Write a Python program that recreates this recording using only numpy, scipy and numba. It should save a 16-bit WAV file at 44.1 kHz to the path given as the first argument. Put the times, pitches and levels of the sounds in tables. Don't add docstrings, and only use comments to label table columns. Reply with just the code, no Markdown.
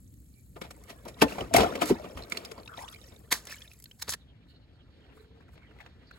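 import sys
import numpy as np
from scipy import signal
from scipy.fft import rfft, irfft, next_fast_len
from scipy.io import wavfile
from scipy.ndimage import uniform_filter1d
from numba import njit

SR = 44100
rng = np.random.default_rng(int(sys.argv[2]) if len(sys.argv) > 2 else 0)


def file_out(sig):
    cols = np.atleast_2d(sig).T
    lim = np.clip(cols, -1, 1)
    pcm = np.round(lim * 32767).astype(np.int16)
    wavfile.write(sys.argv[1], SR, pcm)


N = 272538

# (time [s], level [dB], brightness [dB], fall t60 [s])
SLAPS = [(0.564, -55, -8.5, 0.08), (1.056, -55.5, -12, 0.16), (1.084, -46.5, 9, 0.07),
         (1.2213, -18, 0.5, 0.059), (1.386, -42.5, -7, 0.062), (1.544, -23, 1, 0.1),
         (1.566, -23.5, 11.5, 0.06), (1.585, -27, -4, 0.06), (1.607, -26, -2.5, 0.05),
         (1.634, -33.5, -5, 0.06), (1.818, -30.5, 5.5, 0.11), (1.904, -39.5, -9, .09),
         (2.045, -51, -9, 0.1), (2.173, -46, 1, 0.19)]
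# (time [s], level [dB], brightness [dB], fall t60 [s])
WAVES = [(0.643, -51, -0.5, 0.15), (0.903, -46.5, 3.5, 0.095), (1.203, -50, 5, 0.067),
         (1.292, -47.5, 6, 0.57), (1.411, -46, -10.5, 0.11), (1.593, -34, -5.5, 0.28),
         (1.621, -37.5, -0.5, 0.17), (1.826, -34, -1.5, 0.081), (1.875, -42, 11, 0.13),
         (1.895, -41, 13, 0.094), (2.316, -52, 7.5, 0.071), (2.35, -51.5, -1.5, 0.64),
         (2.586, -58, -10.5, 0.12), (2.782, -53.5, 0, 0.11), (3.12, -66, -5.5, 0.16)]
# (time [s], level [dB], brightness [dB])
SMACKS = [(0.617, -38, 2.5), (0.709, -45.5, 8.5), (1.755, -34, -0.5), (1.858, -40.5, 13.5),
          (2.323, -35.5, 6), (2.372, -38.5, 5), (2.45, -46, 9), (2.516, -43.5, 5.5)]
# (time [s], level [dB], brightness [dB], fall t60 [s])
TURF_PRESSES = [(3.32, -27.5, 1, 0.071), (3.327, -17.5, 1, 0.011), (3.33, -34, 4.5, 0.18),
                (3.457, -60, 6, 0.018), (3.473, -47, -5, 0.06), (3.497, -49, -12, 0.04),
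                (3.526, -46, -2, 0.034), (3.999, -56.5, 9, 0.053), (4.026, -37, 9, 0.016),
                (4.035, -56, -4, 0.22), (4.084, -37, -7, 0.037), (4.097, -45.5, 15.5, 0.053),
                (4.103, -46.5, 19, 0.064), (4.123, -38, 5, 0.062), (4.139, -34, 2, 0.04)]
SLAP_RISE_S, WAVE_RISE_S, SMACK_RISE_S, TURF_RISE_S = 0.0024, 0.0073, 0.0012, 0.0028
SMACK_T60_S = 0.039
# (frequency [Hz], level [dB])
SLOSH_COLOUR = [(110, -20.5), (200, 2), (290, -0.5), (440, 3), (540, -1.5), (680, -2), (790, -12),
                (950, -10.5), (1250, -10.5), (1500, -19.5)]
SMACK_COLOUR = [(800, -13), (1200, 2), (1600, -4), (2200, 5.5), (2650, 1.5), (3200, -1), (4200, -9),
                (5200, -6)]
SPRAY_COLOUR = [(3000, -10), (4300, 6), (5400, 4.5), (7400, 4.5), (9000, 3), (11500, 5), (13500, -3),
                (16000, -6.5)]
# (frequency [Hz], level [dB])
TURF_THUD_COLOUR = [(120, -3), (170, -2), (260, -3), (400, 3.5), (520, 2.5), (700, 0.5), (900, -9)]
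TURF_SQUISH_COLOUR = [(800, -7), (1050, 0), (1350, -5.5), (1750, 5), (2100, -3), (2700, -13), (3400, -3),
                      (4600, 0)]
UNDER_FOOT_PER_S, DRAINING_PER_S = (1800, 7000, 9000), (700, 1300, 4000)
# (big [dB], tiny [dB])
PUDDLE_MIX_DB, TURF_MIX_DB = (3.5, -10.5), (-13, -4.5)
# (time [s], level [dB], contact time [s])
KNOCKS = [(1.221, -20, 0.00014), (1.227, -17, 0.00061), (1.8181, -40, 0.00062), (1.9059, -11.5, 0.0033)]
# (frequency [Hz], level [dB], t60 [s])
BOOT_MODES = [(173, -13.5, 0.17), (288, 0.5, 0.11), (451.7, -8, 0.17), (630, -4, 0.065), (865, -8, 0.15),
              (877, -13, 0.08), (1030, -2.5, 0.085), (1540, -11, 0.045), (1790, -10, 0.1),
              (2322, -7.5, .06)]
# (time [s], level [dB], pitch [Hz], length [cycles])
GULPS = [(1.2205, -14.5, 480, 21), (1.2229, -10.5, 850, 18), (1.2246, -14, 995, 22),
         (1.243, -19.5, 260, 11), (1.266, -28, 510, 22), (1.383, -26.5, 717, 13), (1.51, -36.5, 664, 200),
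         (1.546, -10.5, 670, 36), (1.58, -14.5, 766, 40), (1.567, -13, 725, 39), (1.604, -21, 445, 54),
         (1.634, -20, 677, 66), (1.619, -21.5, 726, 25), (1.657, -26, 745, 56), (1.71, -29.5, 476, 15),
         (1.819, -21, 677, 28), (1.821, -24.5, 1270, 30), (1.828, -27, 1040, 20), (1.554, -21.5, 1110, 18),
         (1.598, -23, 1300, 24), (1.645, -26.5, 1356, 32), (1.829, -27.5, 302, 60), (1.897, -29, 800, 33),
         (1.903, -19, 295, 6.5), (1.91, -9, 383.5, 19), (1.921, -18, 232, 11), (2.173, -34, 1120, 10),
         (2.515, -40, 430, 26), (2.579, -41.5, 1030, 40), (2.781, -36.5, 640, 10)]
# (time [s], relative level [dB], pitch [Hz])
POPS = [(1.143, -40, 3670), (1.2165, -5, 2590), (1.283, -25, 2600), (1.3223, -25, 2640),
        (1.4079, -18.5, 2885), (1.5628, -7.5, 2070), (1.619, -14, 2830), (2.223, -28, 3990),
        (2.236, -28, 4100), (2.321, -15.5, 2140), (2.35, -33, 2040), (2.371, -20, 2670), (2.373, -16, 4190),
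        (2.448, -49, 2270), (2.456, -26, 4800), (2.579, -38, 4460), (2.599, -39, 4300), (2.632, -39, 4060),
        (2.659, -35, 3530), (2.738, -37.5, 3180), (2.803, -41, 4670), (2.845, -35, 3300),
        (2.928, -36, 3260), (2.94, -36.5, 3930), (3.015, -39, 3660), (3.04, -37, 5380), (2.6762, -29, 2540),
        (2.678, -31.5, 3730), (2.774, -27.5, 3680), (2.789, -30, 1870), (2.8806, -27.5, 2770),
        (2.886, -29.5, 3480), (2.946, -34.5, 2270), (2.96, -35, 2260), (3.122, -41, 3550),
        (3.162, -39.5, 3550), (3.509, -32.5, 5300), (3.5235, -27.5, 1694), (3.543, -32, 2220),
        (3.6193, -27, 3280), (3.677, -34, 3630), (3.715, -35, 2490), (3.8574, -31, 4070),
        (3.9125, -31, 2985)]
# (time [s], relative level [dB])
DROPS = [(0.045, -65), (0.14, -56), (0.263, -67), (0.41, -68), (0.838, -50), (1.0529, -48), (1.857, -50),
         (2.299, -42.5), (3.454, -62), (3.471, -44), (3.7349, -52.5), (3.8006, -47), (3.824, -49),
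         (3.841, -41.5), (3.9957, -61)]
# (time [s], level [dB])
SNAPS = [(0.617, -62), (0.706, -53), (1.2218, -10), (1.2281, -23), (1.5392, -8.5), (3.3252, -7),
         (1.7528, -43), (2.3725, -24.5), (2.4505, -28), (2.7815, -46), (2.886, -37), (3.4535, -33.5),
         (3.471, -28), (3.495, -46), (3.5185, -33), (4.0222, -24.5), (4.0253, -24), (4.0825, -30),
         (4.0933, -15.5), (4.0973, -36), (4.1245, -22), (4.1365, -20)]
# (time [s], level [dB])
STIR = [(.5, -83.5), (.75, -60), (1.14, -59), (1.33, -42), (1.49, -52), (1.6, -36), (1.9, -42),
        (2.15, -50.5), (2.8, -62), (3.5, -62), (3.8, -73)]
STIR_SQUELCH_DB, STIR_FIZZ_DB = -15, -21.5
# (time [s], level [dB])
DRAINS = [(2.37, -65), (2.799, -59), (2.93, -63.5), (3.039, -68.5), (3.511, -51.5), (3.8, -80)]
DRAIN_RISE_S, DRAIN_T60_S = 0.021, 0.61
DRAIN_FIZZ_DB = 3
# (time [s], cavity pitch [Hz], level [dB])
GURGLE = [(2.66, 1600, -80), (2.69, 1400, -52.5), (2.736, 1327, -51.5), (2.766, 1157, -61),
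          (2.786, 756, -51.5), (2.837, 934, -49.5), (2.875, 1130, -58.5), (2.926, 1270, -59.5),
          (2.98, 1555, -95)]
# (frequency [Hz], level [dB])
SEEP_COLOUR = [(1500, -16), (3300, -12), (4300, -4.5), (5600, -10.5), (7200, 1), (12000, 0), (16000, -5)]
SEEP_DB = -71.5
# (time [s], level [dB])
TREADS = [(1.25, -39), (1.418, -37), (1.578, -26), (1.918, -43), (2.17, -43.5), (4.1, -47.5)]
TREAD_RISE_S, TREAD_T60_S = 0.015, 0.37
# (frequency [Hz], level [dB])
AIR_COLOUR = [(240, 7.5), (400, 4.5), (496, 1.5), (1090, -12), (1600, -7), (2630, -11.5), (2970, -10),
              (3470, -14), (4310, -14), (5190, -22.5), (6050, -27.5), (9610, -33.5), (11900, -34),
              (16000, -48.5)]
YARD_AIR_DB = -79.5
# (time [s], level [dB])
BREEZE = [(4.2, -70.5), (4.85, -68.5), (5.02, -64.5), (5.55, -68), (5.72, -64), (6.18, -65.5)]
# (frequency [Hz], level [dB])
LEAF_COLOUR = [(400, 15.5), (900, 9.5), (1500, 11), (2300, 5.5), (3000, -17.5), (4200, -8), (6000, -26),
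               (11000, -40)]
# (time [s], level [dB], fall t60 [s])
RUSTLES = [(5.049, -67, 0.17), (5.125, -64.5, 0.14), (5.179, -61, 0.17), (5.23, -70, 0.2),
           (5.415, -60, 0.082), (5.487, -59.5, 0.062), (5.536, -60.5, .05), (5.579, -59.5, 0.068),
           (5.633, -67, 0.26), (5.714, -64.5, 0.14), (5.781, -60.5, 0.26), (5.809, -51, 0.11),
           (5.862, -56.5, 0.12), (6.031, -64.5, 0.087), (6.113, -51, 0.027), (6.16, -64, 0.47)]
RUSTLE_RISE_SHARE = 0.065
# (time [s], level [dB], fall t60 [s])
LEAF_SLIDES = [(4.5, -78.5, .2), (5.17, -72.5, .18), (5.22, -74.5, 0.17), (5.54, -72, .1),
               (5.81, -82, 0.11), (6.17, -72, 0.092)]
# (time [s], level [dB])
TWIGS = [(5.178, -61), (5.556, -53), (5.578, -49), (5.812, -43.5), (5.8625, -40.5), (6.11, -50)]
# (time [s], mid-note pitch [Hz], relative level [dB])
CHIRPS = [(4.22, 3700, -68), (4.3, 3150, -67.5), (4.43, 2400, -73.5), (4.74, 4416, -73),
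          (4.81, 3100, -66.5), (4.934, 4460, -75.5), (5.03, 3050, -66.5), (5.122, 2610, -61),
          (5.2, 4020, -66), (5.395, 4450, -75), (5.64, 2155, -59), (5.70, 2906, -65.5),
          (5.775, 4200, -77.5), (6.09, 4440, -64.5), (6.135, 4070, -64)]
CHIRP_S, CHIRP_FALL_HZ_PER_S = 0.053, 6900
# (time [s], pitch [Hz], relative level [dB])
HELD_NOTES = [(.38, 2330, -70), (.99, 1685, -65.5), (5.205, 437.3, -52), (5.25, 428.6, -56),
              (5.335, 442, -57), (5.385, 448, -59), (5.72, 436, -60.5)]
HELD_S = 0.075
# (time [s], relative level [dB])
SCOLDS = [(4.505, -61.5), (4.558, -65), (4.629, -70)]
# (frequency [Hz], width [Hz], level [dB])
SCOLD_THROAT = [(4130, 650, 0), (2960, 240, -5)]
SCOLD_S = 0.045
# (frequency [Hz], level [dB])
RUMBLE_COLOUR = [(18, -38), (30, -12.5), (42, -11), (59, 4.5), (124, -3), (189, -8), (290, -12.5),
                 (363, -24), (455, -28), (497, -30.5), (600, -36.5), (780, -56), (1320, -120)]
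# (time [s], level [dB])
RUMBLE_LEVEL = [(0, -52.5), (2.7, -53.5), (3.7, -56), (6.18, -55)]
TURF_FROM_S, HEDGE_FROM_S = 3.25, 4.15
# (frequency [Hz], puddle [dB], turf [dB], hedge [dB])
PORTS = [(60, -13, -13, -12), (200, -11.5, -13, -7), (380, -7, -11, -5), (700, -.5, -11, -4),
         (1300, -2, -11, -5), (2400, -3.5, -7, -1), (4400, -2, -4, 0), (6000, 0, 0, 0), (15000, 0, 0, 0)]
# (frequency [Hz], left louder [share],
# left earlier for a source at the left [share], left earlier for one ahead [share])
BEARING = [(60, .3, .95, .5), (400, .45, .87, .2), (750, .47, .85, .2), (1100, .3, .5, -.1),
           (1500, .1, .1, -.6), (2050, -.05, -.75, -.75), (2700, -.25, .25, 0), (3300, -.2, .4, .2),
           (4200, -.2, -.4, .2), (5000, -.25, .35, .6), (6200, -.1, .55, .6), (7900, 0, -.8, -.8),
           (10500, 0, .65, .65), (12600, 0, -.65, -.65), (15000, 0, .4, .4)]
# (frequency [Hz], mid [dB], side [dB])
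STEREO_NOTCHES = [(1000, 0, 0), (1600, 0, 2), (2000, 0, 0), (2500, 0, -4), (3300, -2, 3.5), (4000, 0, 0),
                  (4600, 0, -4), (5700, -1.5, 2), (7100, 1.5, -8), (8300, 0, 1), (9200, -15, 3),
                  (10200, 0, 1), (11400, 2, -17), (12700, 0, 1), (13700, -14, 3), (15000, 0, 0),
                  (16000, 2, -7)]
CUTOFF_HZ = 16400


def splashes(puddle_db=0.0, turf_db=0.0):
    puddle = [(*row, SLAP_RISE_S) for row in SLAPS]
    puddle += [(*row, WAVE_RISE_S) for row in WAVES]
    puddle += [(*row, SMACK_T60_S, SMACK_RISE_S) for row in SMACKS]
    turf = [(*row, TURF_RISE_S) for row in TURF_PRESSES]
    in_puddle = footfalls(puddle, [SLOSH_COLOUR, SMACK_COLOUR, SPRAY_COLOUR], PUDDLE_MIX_DB)
    on_turf = footfalls(turf, [TURF_THUD_COLOUR, TURF_SQUISH_COLOUR, SPRAY_COLOUR], TURF_MIX_DB)
    return from_db(puddle_db) * in_puddle + from_db(turf_db) * on_turf


def footfalls(rows, colours, mix_db, slosh_linger=1.46, slosh_late_s=0.0012, slosh_rise=0.7):
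    big_db, tiny_db = mix_db
    slosh = strokes([(s + slosh_late_s, db + big_db - bright, rise * slosh_rise, t60 * slosh_linger)
                     for s, db, bright, t60, rise in rows])
    smack = strokes([(s, db, rise, t60) for s, db, bright, t60, rise in rows])
    spray = strokes([(s, db + tiny_db + bright, rise, t60) for s, db, bright, t60, rise in rows])
    big = pockets(colours[0], UNDER_FOOT_PER_S[0], cycles=45, spread_db=-1.0, even_s=0.027)
    middling = pockets(colours[1], UNDER_FOOT_PER_S[1], cycles=21, spread_db=3.0, even_s=0.022)
    tiny = pockets(colours[2], UNDER_FOOT_PER_S[2], cycles=57, spread_db=1.0, even_s=0.029)
    return slosh * big + smack * middling + spray * tiny


def knocks(low_hz=130):
    force = np.zeros(N)
    for s, db, contact in KNOCKS:
        push = np.sin(np.linspace(0, np.pi, max(int(contact * SR), 4)))
        add(force, s, from_db(db) * push / push.sum())
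    body = sum(from_db(db) * ring(force, hz, t60) for hz, db, t60 in BOOT_MODES)
    return signal.sosfilt(signal.butter(2, low_hz, "high", fs=SR, output="sos"), body)


def gulps(glide=0.035, swell_cycles=0.4):
    out = np.zeros(N)
    for s, db, hz, cycles in GULPS:
        add(out, s, from_db(db) * bubble(hz, cycles, glide, swell_cycles))
    return out


def pops(level_db=-10.5, crack_db=-4.0):
    hollows = np.zeros(N)
    for s, db, hz in POPS:
        add(hollows, s, from_db(db + level_db) * bubble(hz, cycles=40, glide=.1, swell_cycles=2))
    films = [(s, db + level_db + crack_db) for s, db, hz in POPS]
    return hollows + ticks(films, t60=.014, low_hz=1500, high_hz=6000)


def crackle(drop_db=8.0, snap_db=0.0):
    drops = ticks(DROPS, t60=0.0065, low_hz=3800, high_hz=15900)
    snaps = ticks(SNAPS, t60=0.002, low_hz=900, high_hz=9200)
    return from_db(drop_db) * drops + from_db(snap_db) * snaps


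def wash(slosh_db=0.0, squelch_db=-1.5, fizz_db=-0.5):
    slosh, squelch, fizz = flow()
    surge_db = 2.8 * waver(45)
    big = pockets(SLOSH_COLOUR, DRAINING_PER_S[0], cycles=40, spread_db=4, even_s=.043)
    middling = pockets(SMACK_COLOUR, DRAINING_PER_S[1], cycles=42, spread_db=4, even_s=.06)
    tiny = pockets(SPRAY_COLOUR, DRAINING_PER_S[2], cycles=60, spread_db=5.5, even_s=.1)
    return (slosh * from_db(slosh_db) * big
            + squelch * from_db(squelch_db + surge_db) * middling
            + fizz * from_db(fizz_db + surge_db) * tiny)


def flow():
    stir = from_db(in_time(STIR)[0])
    drain = strokes([(s, db, DRAIN_RISE_S, DRAIN_T60_S) for s, db in DRAINS])
    squelch = np.hypot(from_db(STIR_SQUELCH_DB) * stir, drain)
    fizz = np.hypot(from_db(STIR_FIZZ_DB) * stir, from_db(DRAIN_FIZZ_DB) * drain)
    return stir, squelch, fizz


def plips(over_db=3.0, low_hz=1500, high_hz=5600, per_s=150):
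    out, squelch = np.zeros(N), flow()[1]
    for when, pitch, size, length in rng.random((int(per_s * N / SR), 4)):
        hz = low_hz * (high_hz / low_hz) ** pitch
        peak = squelch[int(when * N)] * from_db(over_db + 12 * (size - .5))
        add(out, when * N / SR, peak * bubble(hz, 45 + 70 * length, glide=.08, swell_cycles=9))
    return out


def trickle(over_db=-5.5, low_hz=1300, high_hz=6000):
    colour = [(low_hz, 3), (high_hz, -6)]
    films = pockets(colour, per_s=220, cycles=10, spread_db=3.5, even_s=.3)
    return from_db(over_db) * flow()[1] * films


def gurgle(width_hz=430, hiss_db=-3.0, bubble_db=6.5, cycles=20, gap_s=.011):
    hz, db = in_time(GURGLE)
    t, start, end = np.arange(N) / SR, GURGLE[0][0], GURGLE[-1][0]
    out = from_db(db + hiss_db) * (t > start) * (t < end) * cavity(hz, width_hz)
    for k, (late, pitch, size) in enumerate(rng.uniform(-1, 1, (30, 3))):
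        s = start + gap_s * (k + .4 * late)
        at = int(s * SR)
        peak = from_db(db[at] + bubble_db + 3 * size)
        add(out, s, peak * bubble(hz[at] * (1 + .13 * pitch), cycles, glide=.1, swell_cycles=1.5))
    return out


def seep(prickle_db=-2.5):
    prickle = pockets(SEEP_COLOUR, per_s=250, cycles=35, spread_db=4, even_s=.3)
    return from_db(SEEP_DB) * (air(SEEP_COLOUR) + from_db(prickle_db) * prickle)


def hedge(breeze_db=0.0, rustle_db=0.0, flutter_db=-10.5):
    brush = strokes([(s, db + rustle_db, RUSTLE_RISE_SHARE * t60, t60) for s, db, t60 in RUSTLES])
    slide = strokes([(s, db, .012, t60) for s, db, t60 in LEAF_SLIDES])
    swish, rest = 0, air(AIR_COLOUR)
    for hz in np.geomspace(700, 5000, 9):
        band = signal.sosfiltfilt(signal.butter(4, hz, fs=SR, output="sos"), rest)
        swish = swish + band * from_db(3.4 * waver(30))
        rest = rest - band
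    flutter_swell = from_db(3.5 * waver(22) - 1)
    flutter = flutter_swell * pockets(LEAF_COLOUR, per_s=400, cycles=20, spread_db=3.5, even_s=.15, glide=0)
    moving_air = from_db(breeze_db) * (swish + rest) + from_db(flutter_db) * flutter
    leaves = pockets(LEAF_COLOUR, per_s=1100, cycles=28.6, spread_db=2, even_s=0.028, glide=0)
    return (from_db(in_time(BREEZE)[0]) * moving_air + brush * leaves + slide * air(SEEP_COLOUR)
            + ticks(TWIGS, t60=0.02, low_hz=551, high_hz=2427))


def birds(chirp_db=-1.5, held_db=-4.5, scold_db=-5.5):
    chirps = far_notes(CHIRPS, CHIRP_S, -CHIRP_FALL_HZ_PER_S, clear_db=-13, blur_share=.17, broken_db=3.5)
    held = far_notes(HELD_NOTES, HELD_S, 0, clear_db=1.5, blur_share=.14, broken_db=1.5)
    return from_db(chirp_db) * chirps + from_db(held_db) * held + from_db(scold_db) * scolds()


def far_notes(rows, length, glide, clear_db, blur_share, broken_db):
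    out, t = np.zeros(N), np.arange(-length, length, 1 / SR)
    for s, hz, db in rows:
        pitch = hz + glide * t
        clear = from_db(clear_db) * np.sin(2 * np.pi * np.cumsum(pitch) / SR)
        note = clear + .6 * cavity(pitch, blur_share * hz)
        add(out, s - length, from_db(db) * np.exp(-(2 * t / length) ** 2) * note)
    return out * from_db(broken_db * waver(70))


def scolds():
    out, t = np.zeros(N), np.arange(-SCOLD_S, SCOLD_S, 1 / SR)
    for s, db in SCOLDS:
        voice = sum(from_db(level) * cavity(np.full(len(t), hz), width) for hz, width, level in SCOLD_THROAT)
        add(out, s - SCOLD_S, from_db(db) * np.exp(-(2 * t / SCOLD_S) ** 4) * voice)
    return out


def ground():
    shared = ports(air(RUMBLE_COLOUR) * from_db(1.0 * waver(9) - 1.5), lean=.3)
    opposed = from_db(-18) * air(RUMBLE_COLOUR) * np.array([[1], [-1]])
    weight = strokes([(s, db, TREAD_RISE_S, TREAD_T60_S) for s, db in TREADS])
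    return np.hypot(from_db(in_time(RUMBLE_LEVEL)[0]), weight) * (shared + opposed)


def pockets(colour, per_s, cycles, spread_db, even_s, glide=0.086):
    when, size, sign, pitch = rng.random((int(per_s * N / SR), 4)).T
    low, high = colour[0][0], min(colour[-1][0], .4 * SR)
    hz = low * (high / low) ** pitch
    height_db = at_hz(colour, hz) + spread_db * np.minimum(-np.log(size), 4)
    heights = from_db(height_db) * np.sign(sign - .5)
    out = bubble_cloud(N, (when * N).astype(np.int64), hz / SR, heights, float(cycles), float(glide))
    out = np.diff(out, prepend=0)
    power = uniform_filter1d(out ** 2, max(int(even_s * SR), 3))
    return out / np.sqrt(np.abs(power) + .01 * np.mean(out ** 2))


@njit
def bubble_cloud(size, starts, turns, heights, cycles, glide):
    out = np.zeros(size)
    for k in range(len(starts)):
        length = int(cycles / turns[k])
        step = np.exp(2j * np.pi * turns[k] - np.log(1000) / length)
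        bend = np.exp(2j * np.pi * turns[k] * glide / length)
        swing = heights[k] + 0j
        for i in range(starts[k], min(starts[k] + length, size)):
            out[i] += swing.imag
            swing *= step
            step *= bend
    return out


def bubble(hz, cycles, glide, swell_cycles):
    age = np.arange(0, cycles, hz / SR)
    shape = (1 - np.exp(-age / swell_cycles)) * np.exp(-np.log(1000) * age / cycles)
    return shape / shape.max() * np.sin(2 * np.pi * age * (1 + glide * age / cycles))


def ticks(rows, t60, low_hz, high_hz):
    out, t = np.zeros(N), np.arange(SR // 20) / SR
    band = signal.butter(2, [low_hz, min(high_hz, .45 * SR)], "band", fs=SR, output="sos")
    for s, db in rows:
        tick = signal.sosfilt(band, rng.standard_normal(len(t)) * np.exp(-np.log(1000) * t / t60))
        add(out, s, from_db(db) * tick / np.abs(tick).max())
    return out


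def cavity(hz, width_hz):
    noise = rng.standard_normal(len(hz)) + 1j * rng.standard_normal(len(hz))
    sway = signal.sosfilt(signal.butter(2, width_hz / 2, fs=SR, output="sos"), noise)
    return rms_one(np.real(sway * np.exp(2j * np.pi * np.cumsum(hz) / SR)))


def ring(clicks, hz, t60):
    r, w = from_db(-60 / (t60 * SR)), 2 * np.pi * hz / SR
    return signal.lfilter([0, np.sin(w)], [1, -2 * r * np.cos(w), r * r], clicks + 1e-18)


def air(spectrum):
    size = next_fast_len(N)
    hz = np.arange(size // 2 + 1) * SR / size
    inside = (hz >= spectrum[0][0]) & (hz <= spectrum[-1][0])
    noise = rfft(rng.standard_normal(size))
    return rms_one(irfft(noise * from_db(at_hz(spectrum, hz)) * inside, size)[:N])


def stroke(s, rise, t60):
    t = np.arange(-min(5 * rise, s), t60, 1 / SR)
    return s + t[0], np.exp(np.where(t < 0, -np.abs(t / rise) ** 1.12 / 2, -np.log(1000) * t / t60))


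def strokes(rows):
    power = np.zeros(N)
    for s, db, rise, t60 in rows:
        start, push = stroke(s, rise, t60)
        add(power, start, (from_db(db) * push) ** 2)
    return np.sqrt(power)


def waver(rate_hz):
    knots = rng.standard_normal(int(rate_hz * N / SR) + 2)
    return rms_one(np.interp(np.arange(N) * rate_hz / SR, np.arange(len(knots)), knots))


def from_db(db):
    return 10 ** (np.asarray(db) / 20)


def rms_one(x):
    return x / np.sqrt(np.mean(x ** 2) + 1e-20)


def in_time(rows):
    s, *columns = np.transpose(rows)
    return [np.interp(np.arange(N) / SR, s, c) for c in columns]


def at_hz(points, hz, axis=1):
    table = np.array(points)
    return np.interp(np.log(np.maximum(hz, 1)), np.log(table[:, 0]), table[:, axis])


def add(out, s, sound):
    start = max(round(s * SR), 0)
    out[start:start + len(sound)] += sound[:max(N - start, 0)]


def ports(x, axis=1, bearing_axis=2, lean=1):
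    size = next_fast_len(N + 2000)
    hz = np.arange(size // 2 + 1) * SR / size
    louder, earlier = at_hz(BEARING, hz, axis=1), at_hz(BEARING, hz, axis=bearing_axis)
    delay_s = np.interp(hz, np.linspace(0, SR / 2, 80), rng.uniform(.001, .005, 80))
    scatter = np.exp(-2j * np.pi * np.cumsum(delay_s) * SR / size)
    scattered_share = np.sqrt(1 - louder ** 2 - earlier ** 2)
    difference = lean * louder + 1j * earlier + scattered_share * scatter
    side = irfft(rfft(x, size) * from_db(at_hz(PORTS, hz, axis=axis)) * difference, size)[:N]
    return np.array([x + side, x - side])


def spread(x):
    upper = signal.sosfilt(signal.butter(1, 500, "high", fs=SR, output="sos"), x)
    return .35 * upper * waver(90) * np.array([[1], [-1]])


def surroundings(x, near_db=-12, far_db=-24.0):
    near_t60, far_t60, low_hz = .045, .4, 600
    t = np.arange(SR // 2) / SR
    echo = 0
    for db, t60 in [(near_db, near_t60), (far_db, far_t60)]:
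        tail = rng.standard_normal((2, len(t))) * np.exp(-np.log(1000) * t / t60)
        echo = echo + from_db(db) * tail / np.sqrt(np.sum(tail ** 2) / 2)
    echo = signal.sosfilt(signal.butter(1, low_hz, "high", fs=SR, output="sos"), echo)
    return signal.fftconvolve(x[None], echo, axes=1)[:, :N]


def stereo_processing(x):
    size = next_fast_len(N + 2000)
    hz = np.arange(size // 2 + 1) * SR / size
    mid = irfft(rfft((x[0] + x[1]) / 2, size) * from_db(at_hz(STEREO_NOTCHES, hz, axis=1)), size)[:N]
    side = irfft(rfft((x[0] - x[1]) / 2, size) * from_db(at_hz(STEREO_NOTCHES, hz, axis=2)), size)[:N]
    return np.array([mid + side, mid - side])


def scene():
    t = np.arange(N) / SR
    on_turf, at_hedge = (np.clip((t - s) / .005, 0, 1) for s in (TURF_FROM_S, HEDGE_FROM_S))
    steps = splashes() + knocks() + gulps() + pops() + crackle()
    steps = steps + wash() + plips() + trickle() + gurgle() + seep()
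    near = steps * (1 - at_hedge) + hedge() * at_hedge + birds() + from_db(YARD_AIR_DB) * air(AIR_COLOUR)
    ahead = near * (on_turf - at_hedge)
    direct = ports(near * (1 - on_turf))
    direct = direct + ports(ahead, axis=2, bearing_axis=3)
    direct = direct + ports(near * at_hedge, axis=3, lean=.3)
    return direct + spread(near - ahead) + surroundings(near - .5 * ahead) + ground()


def record(dry):
    rounded = np.tanh(stereo_processing(dry))
    return signal.sosfilt(signal.ellip(10, .2, 80, CUTOFF_HZ, fs=SR, output="sos"), rounded)


dry = scene()
out = record(dry)
file_out(out)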